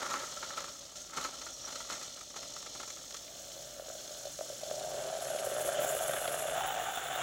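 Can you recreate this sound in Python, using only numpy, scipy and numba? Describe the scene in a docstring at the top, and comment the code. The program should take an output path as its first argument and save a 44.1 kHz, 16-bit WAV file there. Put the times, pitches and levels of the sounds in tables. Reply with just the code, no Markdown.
"""Steam hisses and spits from the spout of a pod coffee machine, close to a phone in a small kitchen.
Liquid chokes the steam, which tears through in surges. After about three seconds bubbles start to gulp
through the pod and ring its cavity, ever wetter and denser, while froth crackles and fine jets sizzle
in the nozzle. Worktop and walls add a short tail; a faint mains hum lies behind it all."""
import sys
import numpy as np
from scipy import signal
from scipy.fft import rfft, irfft
from scipy.io import wavfile
from scipy.ndimage import uniform_filter1d
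from numba import njit

SR = 44100
rng = np.random.default_rng(int(sys.argv[2]) if len(sys.argv) > 2 else 0)


def wav_record(signal):
    """Record a signal, one row per channel, as 16-bit PCM in the file named by sys.argv[1]."""
    frames = np.transpose(np.atleast_2d(signal))
    bounded = np.clip(frames, -1, 1)
    # unit amplitude maps onto the largest positive 16-bit level
    quanta = np.round(bounded * 32767).astype(np.int16)
    wavfile.write(sys.argv[1], SR, quanta)


N = 318402
TIME = np.arange(N) / SR

# Steam pressure behind the spout. Each row: time in seconds, hiss level in dB.
STEAM_LEVEL = [(0, -46.5), (.68, -48.5), (.84, -50), (1.1, -48), (1.4, -49), (2.06, -48), (2.2, -46),
               (2.45, -49.5), (2.85, -49.5), (3.25, -52), (3.6, -51.5), (4.4, -49.5), (5.9, -50.5),
               (6.6, -53.5), (7.22, -54.5)]
# The hiss from close by. Each row: frequency in Hz, level in dB.
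STEAM_SPECTRUM = [(100, -4.5), (400, -6), (600, 8.5), (950, -11.5), (1300, -23.5), (2000, -10.5),
                  (2550, -10), (3100, -2), (3550, -1.5), (3900, -2), (4200, -2.5), (4850, -1), (5400, 0),
                  (6500, 2.5), (7700, -4.5), (8800, -9.5), (12000, -17.5)]
# Narrow resonances of the spout. Each row: frequency in Hz, width in Hz, level in dB.
SPOUT_MODES = [(3030, 70, 1), (3420, 120, 2), (3660, 70, 0), (4160, 80, 6.5), (4320, 60, 4), (5180, 55, 2),
               (5430, 60, 4), (5630, 60, -1), (5805, 95, 3), (6150, 55, 0), (6365, 50, 4), (6620, 180, 2.5),
               (7165, 80, 5), (7650, 80, 1), (7980, 90, 3), (8320, 70, 3)]
def steam(level_db=2, flutter_db=2, swell_db=1, droplet_db=-10, split_hz=5400, damped_hz=4750):
    """Turbulent hiss with fine droplets rings the spout; large and small eddies flutter apart."""
    db, = curves(STEAM_LEVEL)
    surge_hiss = undb(-5) * np.minimum(surge(), undb(-49))
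    force = np.hypot(undb(db) * throttle(), surge_hiss)
    jet = 0
    for side in ("low", "high"):
        eddies = unit(noise() + undb(droplet_db) * pops(rate=900, spread_db=14))
        unsteady = undb(flutter_db * flutter() + swell_db * walk(24.96))
        jet = jet + butter(eddies * unsteady, split_hz, side, order=4)
    hiss = colour(jet * force * undb(level_db), STEAM_SPECTRUM, SPOUT_MODES)
    # foam fills the spout and damps its middle resonances
    middle = signal.lfilter(*signal.iirpeak(damped_hz, 3, fs=SR), hiss)
    return hiss - np.interp(TIME, [4.9, 6.6], [0, .45]) * middle


# Liquid chokes the spout. Each row: clearing time in seconds, build-up in seconds, depth in dB.
SPOUT_CHOKES = [(.955, 0.34, 2.5), (1.135, 0.17, 7), (1.33, 0.12, 2), (1.57, 0.088, 3.5), (2.355, 0.36, 7),
                (3.85, 0.21, 4)]
def throttle(clear_s=.0033):
    """Share of the steam that gets past the liquid gathering in the spout."""
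    return undb(-sum(depth * np.interp(TIME, [s - build, s, s + clear_s], [0, 1, 0])
                     for s, build, depth in SPOUT_CHOKES))


# Surges at the spout. Each row: start in seconds, end in seconds, level in dB.
STEAM_SURGES = [(0, 0.212, -46), (0.506, 0.625, -55.5), (1.183, 1.273, -50), (1.685, 1.7, -59.5),
                (1.923, 1.953, -54)]
def surge(attack_s=.092, release_s=.069):
    """Force of the steam as it tears through liquid."""
    return sum(undb(db) * gate(start, end, attack_s, release_s) for start, end, db in STEAM_SURGES)


# Single spits. Each row: time in seconds, plop level in dB, crack level in dB, length in seconds.
SPOUT_SPITS = [(0.016, -40.5, -50, 0.014), (0.1, -39, -40, 0.016), (0.134, -36, -40.5, 0.01),
               (0.16, -37, -52, 0.0059), (0.236, -39, -52, 0.004), (0.325, -45, -55, 0.0045),
               (0.37, -42, -52, 0.0058), (0.425, -37, -57, 0.012), (0.505, -37.5, -55, 0.0042),
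               (0.573, -34.5, -41, 0.012), (0.606, -40.5, -42, 0.0051), (0.641, -40, -57, 0.0041),
               (0.681, -42, -54, 0.0056), (0.953, -68, -47, 0.028), (1.097, -48, -60, 0.004),
               (1.133, -45, -49, 0.0056), (1.169, -33.5, -37.5, 0.012), (1.21, -42, -37.5, 0.0086),
               (1.24, -49, -34, 0.005), (1.246, -33.5, -43, 0.0087), (1.414, -46, -41, 0.009),
               (1.466, -39.5, -45, 0.0078), (1.641, -47, -57, 0.0051), (1.674, -41.5, -43.5, 0.013),
               (1.725, -46, -40, 0.0074), (1.756, -41, -40, 0.008), (1.803, -39, -41, 0.008),
               (1.896, -35.5, -40, 0.017), (1.924, -43, -41, 0.013), (1.952, -46, -45, 0.005),
               (2.013, -43, -45, 0.0066), (2.025, -53, -43.5, 0.018), (2.171, -47, -56, 0.011),
               (2.21, -43, -46, 0.0064), (2.303, -49, -48, 0.005), (2.342, -45, -52, 0.0048),
               (2.36, -39.5, -45, 0.013), (2.424, -44.5, -47, 0.014), (2.523, -56, -48, .004),
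               (2.563, -41, -44, 0.0077), (2.627, -43, -42, 0.005), (2.66, -42, -43, 0.01),
               (2.751, -43, -49, 0.0077), (2.798, -38.5, -43, 0.011), (2.83, -42, -43, 0.0092),
               (2.877, -45, -41, 0.0063), (2.903, -45, -40, 0.0046), (2.972, -48, -57, 0.0048),
               (3.108, -48, -41, 0.0044), (3.143, -41, -40, 0.0074), (3.165, -62, -40.5, 0.0089)]
# The wet body of a spit, then its crack. Each row: frequency in Hz, level in dB.
SPIT_SPECTRUM = [(80, -27), (160, -2.5), (260, -1), (420, 0.5), (590, 5.5), (740, -1.5), (850, 7),
                 (1000, -1), (1200, 7), (1380, 4), (1490, -11), (1620, -0.5), (1900, 0.5), (2700, -7.5),
                 (4000, -6), (7000, -26), (10000, -23.5), (16000, -34)]
CRACK_SPECTRUM = [(900, -44), (1800, 4), (4000, 4), (7000, 7.5), (9000, -7.5), (12500, -8), (16000, -23)]
POCKET_HZ, POCKET_SCATTER, POCKET_DRYING_DB_PER_S = 1325, .028, 2.6
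def sputter(level_db=-2, lump_db=3, plop_db=-7, crack_db=-2, drying_db_per_s=.5):
    """Slugs of liquid burst into clusters of tiny pops; the largest are spits with a sharp crack."""
    spatter = undb(-60 - drying_db_per_s * TIME) * throttle() + surge()
    lumps = unit(undb(lump_db * flutter()))
    force = spatter * undb(level_db) * lumps * np.interp(TIME, [3.2, 3.5], [1, 0])
    snapping = unit(pops(rate=3000, spread_db=-5.5) + 1.15 * noise())
    burst = np.zeros(N)
    for s, low_db, high_db, length in SPOUT_SPITS:
        age = np.maximum(TIME - s + .0016, 0) / (length / 2)
        swell = age * np.exp(1 - age)
        force = force + undb(low_db + plop_db) * swell
        burst = burst + undb(high_db + crack_db) * swell
    tearing = unit(pops(rate=2700, spread_db=0) + .53 * noise())
    body = colour(force * tearing, SPIT_SPECTRUM)
    # air in the liquid rings, more weakly as the spout dries
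    air = ring(force * noise(), POCKET_HZ * np.exp(POCKET_SCATTER * walk(11)), width_hz=100.)
    air *= undb(-14.5 - POCKET_DRYING_DB_PER_S * TIME)
    return body + air + colour(burst * snapping, CRACK_SPECTRUM, SPOUT_MODES)


def pockets(level_db=1, rise_s=.002):
    """Each spit traps a pocket of air that pings as it closes."""
    pitches = POCKET_HZ * np.exp(POCKET_SCATTER * rng.standard_normal(len(SPOUT_SPITS)))
    return blips([(s + length / 4, db + level_db - POCKET_DRYING_DB_PER_S * s, hz, rise_s)
                  for (s, db, _, length), hz in zip(SPOUT_SPITS, pitches)])


# Big bubbles. Each row: time in seconds, level in dB, pitch in Hz, relative snap level in dB.
BIG_BUBBLES = [(3.565, -38.5, 570, -20), (3.621, -44, 592, -13), (3.797, -32.5, 610, -17),
               (3.822, -38, 570, -12), (3.861, -43, 663, -8), (3.884, -36, 555, -16),
               (3.901, -34.5, 616, -12), (3.952, -38, 593, -12), (4.108, -39.5, 585, -18),
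               (4.254, -32, 601, -23), (4.27, -34, 602, -14), (4.39, -31.5, 585, -14),
               (4.41, -26.5, 624, -14), (4.5, -32, 580, -18), (4.527, -36.5, 566, -12),
               (4.633, -30.5, 600, -18), (4.68, -36, 598, -15), (4.712, -25.5, 600, -13),
               (4.846, -30, 636, -20), (4.917, -28, 607, -13), (4.943, -29.5, 576, -11),
               (4.99, -29, 634, -17), (5.099, -35, 665, -21), (5.128, -27.5, 660, -15),
               (5.302, -27.5, 650, -16), (5.348, -26.5, 619, -24), (5.471, -27, 545, -22),
               (5.518, -28, 590, -18), (5.566, -31, 646, -8), (5.608, -25, 640, -15),
               (5.66, -26.5, 560, -15), (5.687, -27, 630, -20), (5.771, -26, 649, -11),
               (5.796, -26, 580, -8), (5.818, -23, 602, -12), (5.846, -22.5, 627, -16),
               (5.949, -25, 610, -14), (5.966, -28, 585, -9), (6.008, -26, 703, -13),
               (6.095, -22, 617, -10), (6.136, -27, 672, -5), (6.216, -27.5, 602, -10),
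               (6.257, -31, 700, -3), (6.281, -28, 552, -7), (6.343, -23.5, 656, -10),
               (6.405, -31, 646, -5), (6.454, -27.5, 600, -15), (6.522, -29, 694, -11),
               (6.578, -25.5, 711, -10), (6.608, -28.5, 830, -3), (6.637, -32, 743, -5),
               (6.647, -29, 637, -8), (6.885, -27.5, 780, -5), (6.975, -28.5, 716, 0),
               (7.059, -33.5, 670, -7), (7.159, -32, 620, -13)]
def gulps(level_db=-2, rise_s=.0018, ring_s=.0063, ring_db=-18.5):
    """Each big bubble breaks through with a hollow plop at its own pitch, then rings on softly."""
    plop = blips([(s, db, hz, rise_s) for s, db, hz, _ in BIG_BUBBLES])
    after = blips([(s, db + ring_db, hz, ring_s) for s, db, hz, _ in BIG_BUBBLES])
    return undb(level_db) * (plop + after)


def bubbles(count=900, scatter_db=1, uneven=.5):
    """Bubbles let go of the pod as clicks at uneven gaps, faster as the flow grows."""
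    pace = np.interp(TIME, [3.3, 6.6], [70, 95])
    gap, sign, size = rng.standard_normal((count, 3)).T
    at = np.searchsorted(np.cumsum(pace) / SR, np.cumsum(np.exp(uneven * gap)))
    clicks = np.zeros(N + 1)
    clicks[at] = np.sign(sign) * undb(scatter_db * np.clip(size, -2, 1))
    return unit(clicks[:N])


# Flow of bubbles through the pod. Each row: time in seconds, level in dB.
BUBBLE_FLOW = [(3.2, -84), (3.28, -55.5), (4.55, -52.5), (4.63, -46), (4.82, -41.5), (5.25, -39.5),
               (5.6, -35.5), (5.83, -36), (6.1, -37.5), (6.5, -38.5), (6.65, -36), (6.8, -36.5), (7, -45),
               (7.22, -37.5)]
# The pod's cavity shrinks a little. Each row: time in seconds, resonance in Hz.
POD_PITCH = [(3.2, 605), (5.4, 609), (6.1, 619), (6.54, 633), (6.58, 786), (6.75, 746), (6.95, 742),
             (7.22, 710)]
# Modes of that cavity. Each row: multiple of its resonance, width in Hz, level in dB.
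POD_MODES = [(0.68, 60, -12.5), (1, 124, -0.5)]
def gurgle(released, level_db=-2, fine_db=-2.5, slosh=.025, scatter=.06):
    """Bubbles of changing size, with finer ones between them, set the sloshing cavity ringing."""
    db, = curves(BUBBLE_FLOW)
    hz = curves(POD_PITCH)[0] * np.exp(slosh * walk(35))
    push = (released + undb(fine_db) * pops(rate=700, spread_db=-1)) * outlet_opening()
    swing = ring(push, hz * np.exp(scatter * walk(120)), width_hz=200.)
    cavity = sum(undb(mode_db) * ring(swing, ratio * hz, float(width))
                 for ratio, width, mode_db in POD_MODES)
    stream = unit(butter(cavity, [290, 1000], "band"))
    return stream * undb(db + level_db) * (TIME > BUBBLE_FLOW[0][0])


# The bubbling stalls. Each row: start in seconds, end in seconds; heard only if the end is later.
FLOW_STALLS = [(3.51, 3.47), (3.75, 3.66), (4.145, 4.1), (4.315, 4.42), (4.55, 4.605)]
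def outlet_opening(stall_db=-20, blocked_share=.36, growing_s=.0038):
    """Share of the outlet left free by stalls and by each big bubble as it grows."""
    opening = undb(stall_db * sum(gate(start, end, .024, .0017) for start, end in FLOW_STALLS))
    for s, *_ in BIG_BUBBLES:
        opening *= 1 - blocked_share * np.exp(-((TIME - s) / growing_s + .5) ** 2)
    return opening


# Froth builds up in the nozzle and stays. Each row: time in seconds, crackle level in dB.
FROTH_LEVEL = [(3.15, -76), (3.4, -61.5), (4.55, -61.5), (5, -53), (5.8, -45), (6.55, -45), (6.58, -43.5),
               (6.65, -40.5), (6.75, -42.5), (6.86, -43), (6.92, -45), (7.06, -44), (7.22, -39)]
# The froth from close by. Each row: frequency in Hz, level in dB.
FROTH_SPECTRUM = [(60, -5.5), (140, -7.5), (280, -7.5), (420, -1), (820, 3.5), (1030, -2.5), (1200, 4.5),
                  (1550, 6.5), (2000, -3), (2550, -3.5), (3450, -1.5), (4600, -28), (7100, -3),
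                  (10000, -40.5)]
# Resonances of the foam-filled nozzle. Each row: frequency in Hz, width in Hz, level in dB.
NOZZLE_MODES = [(1250, 120, -6), (1530, 110, -15), (3510, 150, 2)]
def froth(released, level_db=.78, clump_db=2.4, tick_db=-5, snap_db=14.5, ping_db=-21, waver_db=-28.5):
    """Foam films tear with clicks and a fizz; every bubble bursts with a tick, big ones with a snap."""
    db, = curves(FROTH_LEVEL)
    force = undb(db + level_db) * (TIME > FROTH_LEVEL[0][0])
    tears = unit(pops(rate=1200, spread_db=-1.5) + .6 * noise()) * unit(undb(clump_db * walk(160)))
    crackle = unit(tears + undb(tick_db) * released) * force
    snaps = np.zeros(N)
    for s, gulp_db, _, relative_db in BIG_BUBBLES:
        snaps[int((s - .001) * SR)] = undb(gulp_db + relative_db + snap_db)
    # small bubbles ping, and the nozzle's sharpest ring wavers as foam passes
    pings = ring(force * pops(rate=130, spread_db=5), hz=1430 * np.exp(.12 * walk(150)), width_hz=170.)
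    waver = ring(force * noise(), hz=2957 * np.exp(.028 * walk(13)), width_hz=76.)
    snap_tails = .12 * fade(snaps, seconds=.0024) * noise()
    films = colour(crackle + snaps + snap_tails, FROTH_SPECTRUM, NOZZLE_MODES)
    return films + undb(ping_db) * pings + undb(waver_db) * waver


# Large films of froth. Each row: time in seconds, level in dB, band centre in Hz.
FILM_BURSTS = [(3.279, -47, 2300), (4.756, -40, 5292), (4.797, -40, 4460), (5.141, -44, 4000),
               (5.387, -39, 2820), (5.785, -41, 2600), (6.138, -41, 2190), (6.277, -32.5, 2400),
               (6.496, -36, 2000), (7.067, -44, 2410)]
def crackles(hold_s=.00076, attack_s=.00024, decay_s=.0032):
    """Single large films burst with a short, sharp crack."""
    cracks = 0
    for s, db, hz in FILM_BURSTS:
        band = unit(butter(noise(), [hz / 1.65, hz * 1.52], "band"))
        cracks = cracks + undb(db) * gate(s, s + hold_s, attack_s, decay_s) * band
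    return cracks


# Jets in the wet nozzle. Each row: start in seconds, end in seconds, sizzle in dB, spray in dB.
THIN_JETS = [(5.21, 5.73, -48.5, -62), (5.453, 5.5, -49, -49), (5.597, 5.62, -44, -45),
             (5.646, 5.684, -41.5, -48), (5.806, 6.43, -43, -42.5), (6.47, 6.548, -46.5, -56),
             (6.797, 7.225, -57.5, -59)]
# The leak, the jets' sizzle and their finest spray. Each row: frequency in Hz, level in dB.
LEAK_SPECTRUM = [(5500, -26.5), (7000, 7), (8200, 0), (9300, -5), (11200, 0), (12200, -17), (16000, -17)]
SIZZLE_SPECTRUM = [(5500, -10.5), (7100, 2.5), (7700, -3), (8400, 7), (8900, -8), (9600, 0), (10200, 9),
                   (10700, -6), (11200, 12.5), (11550, 0), (11950, -23), (16000, -10)]
SPRAY_SPECTRUM = [(8000, -14), (11900, -10), (12700, -2), (14000, -1), (15700, 0), (17000, 0)]
def jets(sizzle_db=-1, flutter_db=1, leak_s=2.6, full_s=5.22, growth_db_per_s=5.5, sag_db_per_s=17):
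    """Over a fine, growing leak, thin jets open abruptly and sizzle while their spray weakens."""
    wet = np.clip((TIME - leak_s) / .8, 0, 1)
    leak = wet * undb(-66 + growth_db_per_s * (np.minimum(TIME, full_s) - leak_s))
    sizzle, spray = 0, wet * undb(-59.5)
    for start, end, low_db, high_db in THIN_JETS:
        opened = gate(start, end, attack_s=.011, release_s=.033)
        age = np.maximum(TIME - start, 0)
        sizzle = np.hypot(sizzle, opened * undb(low_db + sizzle_db))
        spray = np.hypot(spray, opened * undb(high_db - sag_db_per_s * age))
    layers = [(leak, LEAK_SPECTRUM), (sizzle, SIZZLE_SPECTRUM), (spray, SPRAY_SPECTRUM)]
    return sum(colour(force * noise() * unit(undb(flutter_db * flutter())), spectrum)
               for force, spectrum in layers)


# Breathy whistles. Each row: start and end in seconds, pitch and width in Hz, level in dB,
# rise and fall time in seconds.
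NOZZLE_WHISTLES = [(1.545, 1.654, 5750, 450, -50, .05), (2.43, 2.9, 5550, 700, -58, .05),
                   (5.768, 5.815, 3020, 450, -45, .03), (5.828, 5.903, 7240, 1100, -44, .025),
                   (6.558, 7.22, 15500, 650, -53, .006), (6.56, 7.22, 14800, 700, -56.5, .006),
                   (6.598, 6.678, 10300, 800, -52.5, .01), (6.79, 7.222, 10400, 805, -61, 0.011),
                   (6.558, 7.22, 3680, 450, -59, .02), (6.977, 7.23, 3540, 330, -48, .08)]
def whistles(flutter_db=4):
    """Now and then the steam finds a narrow gap and blows one of the nozzle's resonances."""
    tone = 0
    for start, end, hz, width, db, edge in NOZZLE_WHISTLES:
        blow = np.interp(TIME, [start - edge, start, end, end + edge], [0, 1, 1, 0])
        gap = signal.iirpeak(hz, hz / width, fs=SR)
        breath = unit(signal.lfilter(*gap, signal.lfilter(*gap, noise())))
        tone = tone + blow * undb(db) * breath
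    return tone * unit(undb(flutter_db * walk(50)))


def spurts(depth_db=1.8):
    """Passing liquid makes all the jets and whistles pulse together."""
    return unit(undb(depth_db * flutter(rate=90, slowest_hz=12.6)))


def housing(released, level_db=-61.5, hz=128., follow=.52):
    """The bubbles shake the housing, which booms softly with the flow and fades towards the end."""
    flow_db, = curves(BUBBLE_FLOW)
    boom = ring(released + noise(), np.full(N, hz), width_hz=85.)
    boom = unit(butter(boom, [110, 260], "band"))
    ending_db = np.interp(TIME, [6.65, 7], [0, -6])
    return boom * undb(level_db + follow * (flow_db - flow_db.max()) + ending_db)


# Droplets in the spout. Each row: frequency in Hz, level in dB.
DROPLET_SPECTRUM = [(600, 1), (1200, 0), (1900, -5), (2800, -24), (4200, -1), (7000, -9), (12000, -32)]
def droplets(level_db=-67):
    """Stray droplets crackle for as long as the spout sputters, more quietly while it is choked."""
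    bursts = fade(np.abs(pops(rate=45, spread_db=5)), seconds=.0039)
    crackle = unit(colour(bursts * noise(), DROPLET_SPECTRUM))
    return crackle * undb(level_db) * throttle() ** 2 * np.interp(TIME, [3.2, 3.5], [1, 0])


def kitchen(x, wet_db=-10, t60_s=.2):
    """Worktop and walls return a short diffuse tail to the microphone."""
    t = TIME[:SR // 2]
    tail = rng.standard_normal(len(t)) * np.exp(-np.log(1000) * t / t60_s) * (t > .004)
    return x + undb(wet_db) * signal.fftconvolve(x, tail / np.linalg.norm(tail))[:N]


# Room tone of the kitchen. Each row: frequency in Hz, level in dB.
ROOM_SPECTRUM = [(20, -37), (42, -10), (70, -4.5), (130, -8), (300, -3), (1000, -35), (8000, -49)]
def background(hum_hz=49, hum_db=-71, room_db=-66, air_db=-67):
    """Mains hum over the low murmur and faint even hiss of the kitchen."""
    hum = np.sqrt(2) * np.sin(2 * np.pi * hum_hz * TIME) * undb(hum_db + .8 * walk(4.1))
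    return hum + undb(room_db) * colour(noise(), ROOM_SPECTRUM) + undb(air_db) * noise()


def undb(db):
    """Decibels to gain."""
    return 10 ** (np.asarray(db) / 20)


def unit(x):
    """Scale to rms 1."""
    return x / np.sqrt(np.mean(x ** 2))


def noise():
    """White noise of rms 1."""
    return rng.standard_normal(N)


def butter(x, hz, kind, order=2):
    """Low-, high- or band-pass filter."""
    return signal.sosfilt(signal.butter(order, hz, kind, fs=SR, output="sos"), x)


def curves(table):
    """Each column of a table joined by straight lines in time."""
    s, *columns = np.transpose(table)
    return [np.interp(TIME, s, c) for c in columns]


def gate(start, end, attack_s, release_s):
    """Rise just before the start, hold, then die away after the end."""
    rise = np.clip((TIME - start) / attack_s + 1, 0, 1)
    return rise * np.exp(-np.maximum(TIME - end, 0) / release_s)


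def fade(x, seconds):
    """Let every input die away exponentially."""
    return signal.lfilter([1], [1, -np.exp(-1 / (seconds * SR))], x + 1e-18)


def walk(rate):
    """Random levels held 1 / rate s and smoothed twice; rms 1."""
    hold = max(int(SR / rate), 2)
    steps = np.repeat(rng.standard_normal(N // hold + 1), hold)
    return unit(uniform_filter1d(uniform_filter1d(steps, hold), hold)[:N])


def flutter(rate=170, slowest_hz=28):
    """Quick unsteadiness that leaves the mean flow even; rms 1."""
    return unit(butter(walk(rate), slowest_hz, "high"))


def pops(rate, spread_db):
    """Random clicks of uneven size, so many a second; rms 1."""
    hits = rng.random(N) < rate / SR
    size = undb(spread_db * np.clip(noise(), -2, 1.5))
    return unit(hits * size * rng.choice([-1, 1], N))


def blips(rows):
    """Bubble tones that swell and die. Each row: start in seconds, peak in dB, Hz, rise in seconds."""
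    tones, t = np.zeros(N + SR), TIME[:SR // 10]
    for s, db, hz, rise in rows:
        at = int(s * SR)
        tones[at:at + len(t)] += undb(db) * t / rise * np.exp(1 - t / rise) * np.sin(2 * np.pi * hz * t)
    return tones[:N]


@njit
def ring(x, hz, width_hz):
    """A moving mode that rings with amplitude 1 after a unit click."""
    y, z, loss = np.empty(len(x)), 0j, np.exp(-np.pi * width_hz / SR)
    for i in range(len(x)):
        z = z * loss * np.exp(2j * np.pi * hz[i] / SR) + x[i]
        y[i] = z.real
    return y


def colour(x, spectrum, modes=(), size=4096):
    """Causal filter of unit power with a given spectrum and narrow resonances on top."""
    f = np.maximum(np.fft.rfftfreq(size, 1 / SR), 1)
    hz, db = np.transpose(spectrum)
    peaks = sum(2 * undb(peak_db) ** 2 / (1 + (2 * (f - centre) / width) ** 2)
                for centre, width, peak_db in modes)
    gain = undb(np.interp(np.log(f), np.log(hz), db)) * np.sqrt(1 + peaks)
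    # folding the cepstrum gives minimum phase, so clicks stay sharp
    cepstrum = irfft(np.log(gain))
    cepstrum[1:size // 2] *= 2
    cepstrum[size // 2 + 1:] = 0
    response = irfft(np.exp(rfft(cepstrum)))
    return signal.fftconvolve(x, response / np.linalg.norm(response))[:N]


def scene():
    """The machine in its kitchen, in mono from close by."""
    released = bubbles()
    spitting = steam() + sputter() + pockets() + droplets()
    bubbling = gurgle(released) + gulps() + housing(released) + froth(released) + crackles()
    sizzling = spurts() * (jets() + whistles())
    return (kitchen(spitting + bubbling + sizzling) + background())[None]


def record(dry, bass_hz=38, top_hz=15830):
    """The phone beside the machine drops the deep bass and cuts the top."""
    thin = butter(dry, bass_hz, "high", order=4)
    return signal.sosfilt(signal.ellip(10, .2, 70, top_hz, fs=SR, output="sos"), thin)


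dry = scene()
out = record(dry)
wav_record(out)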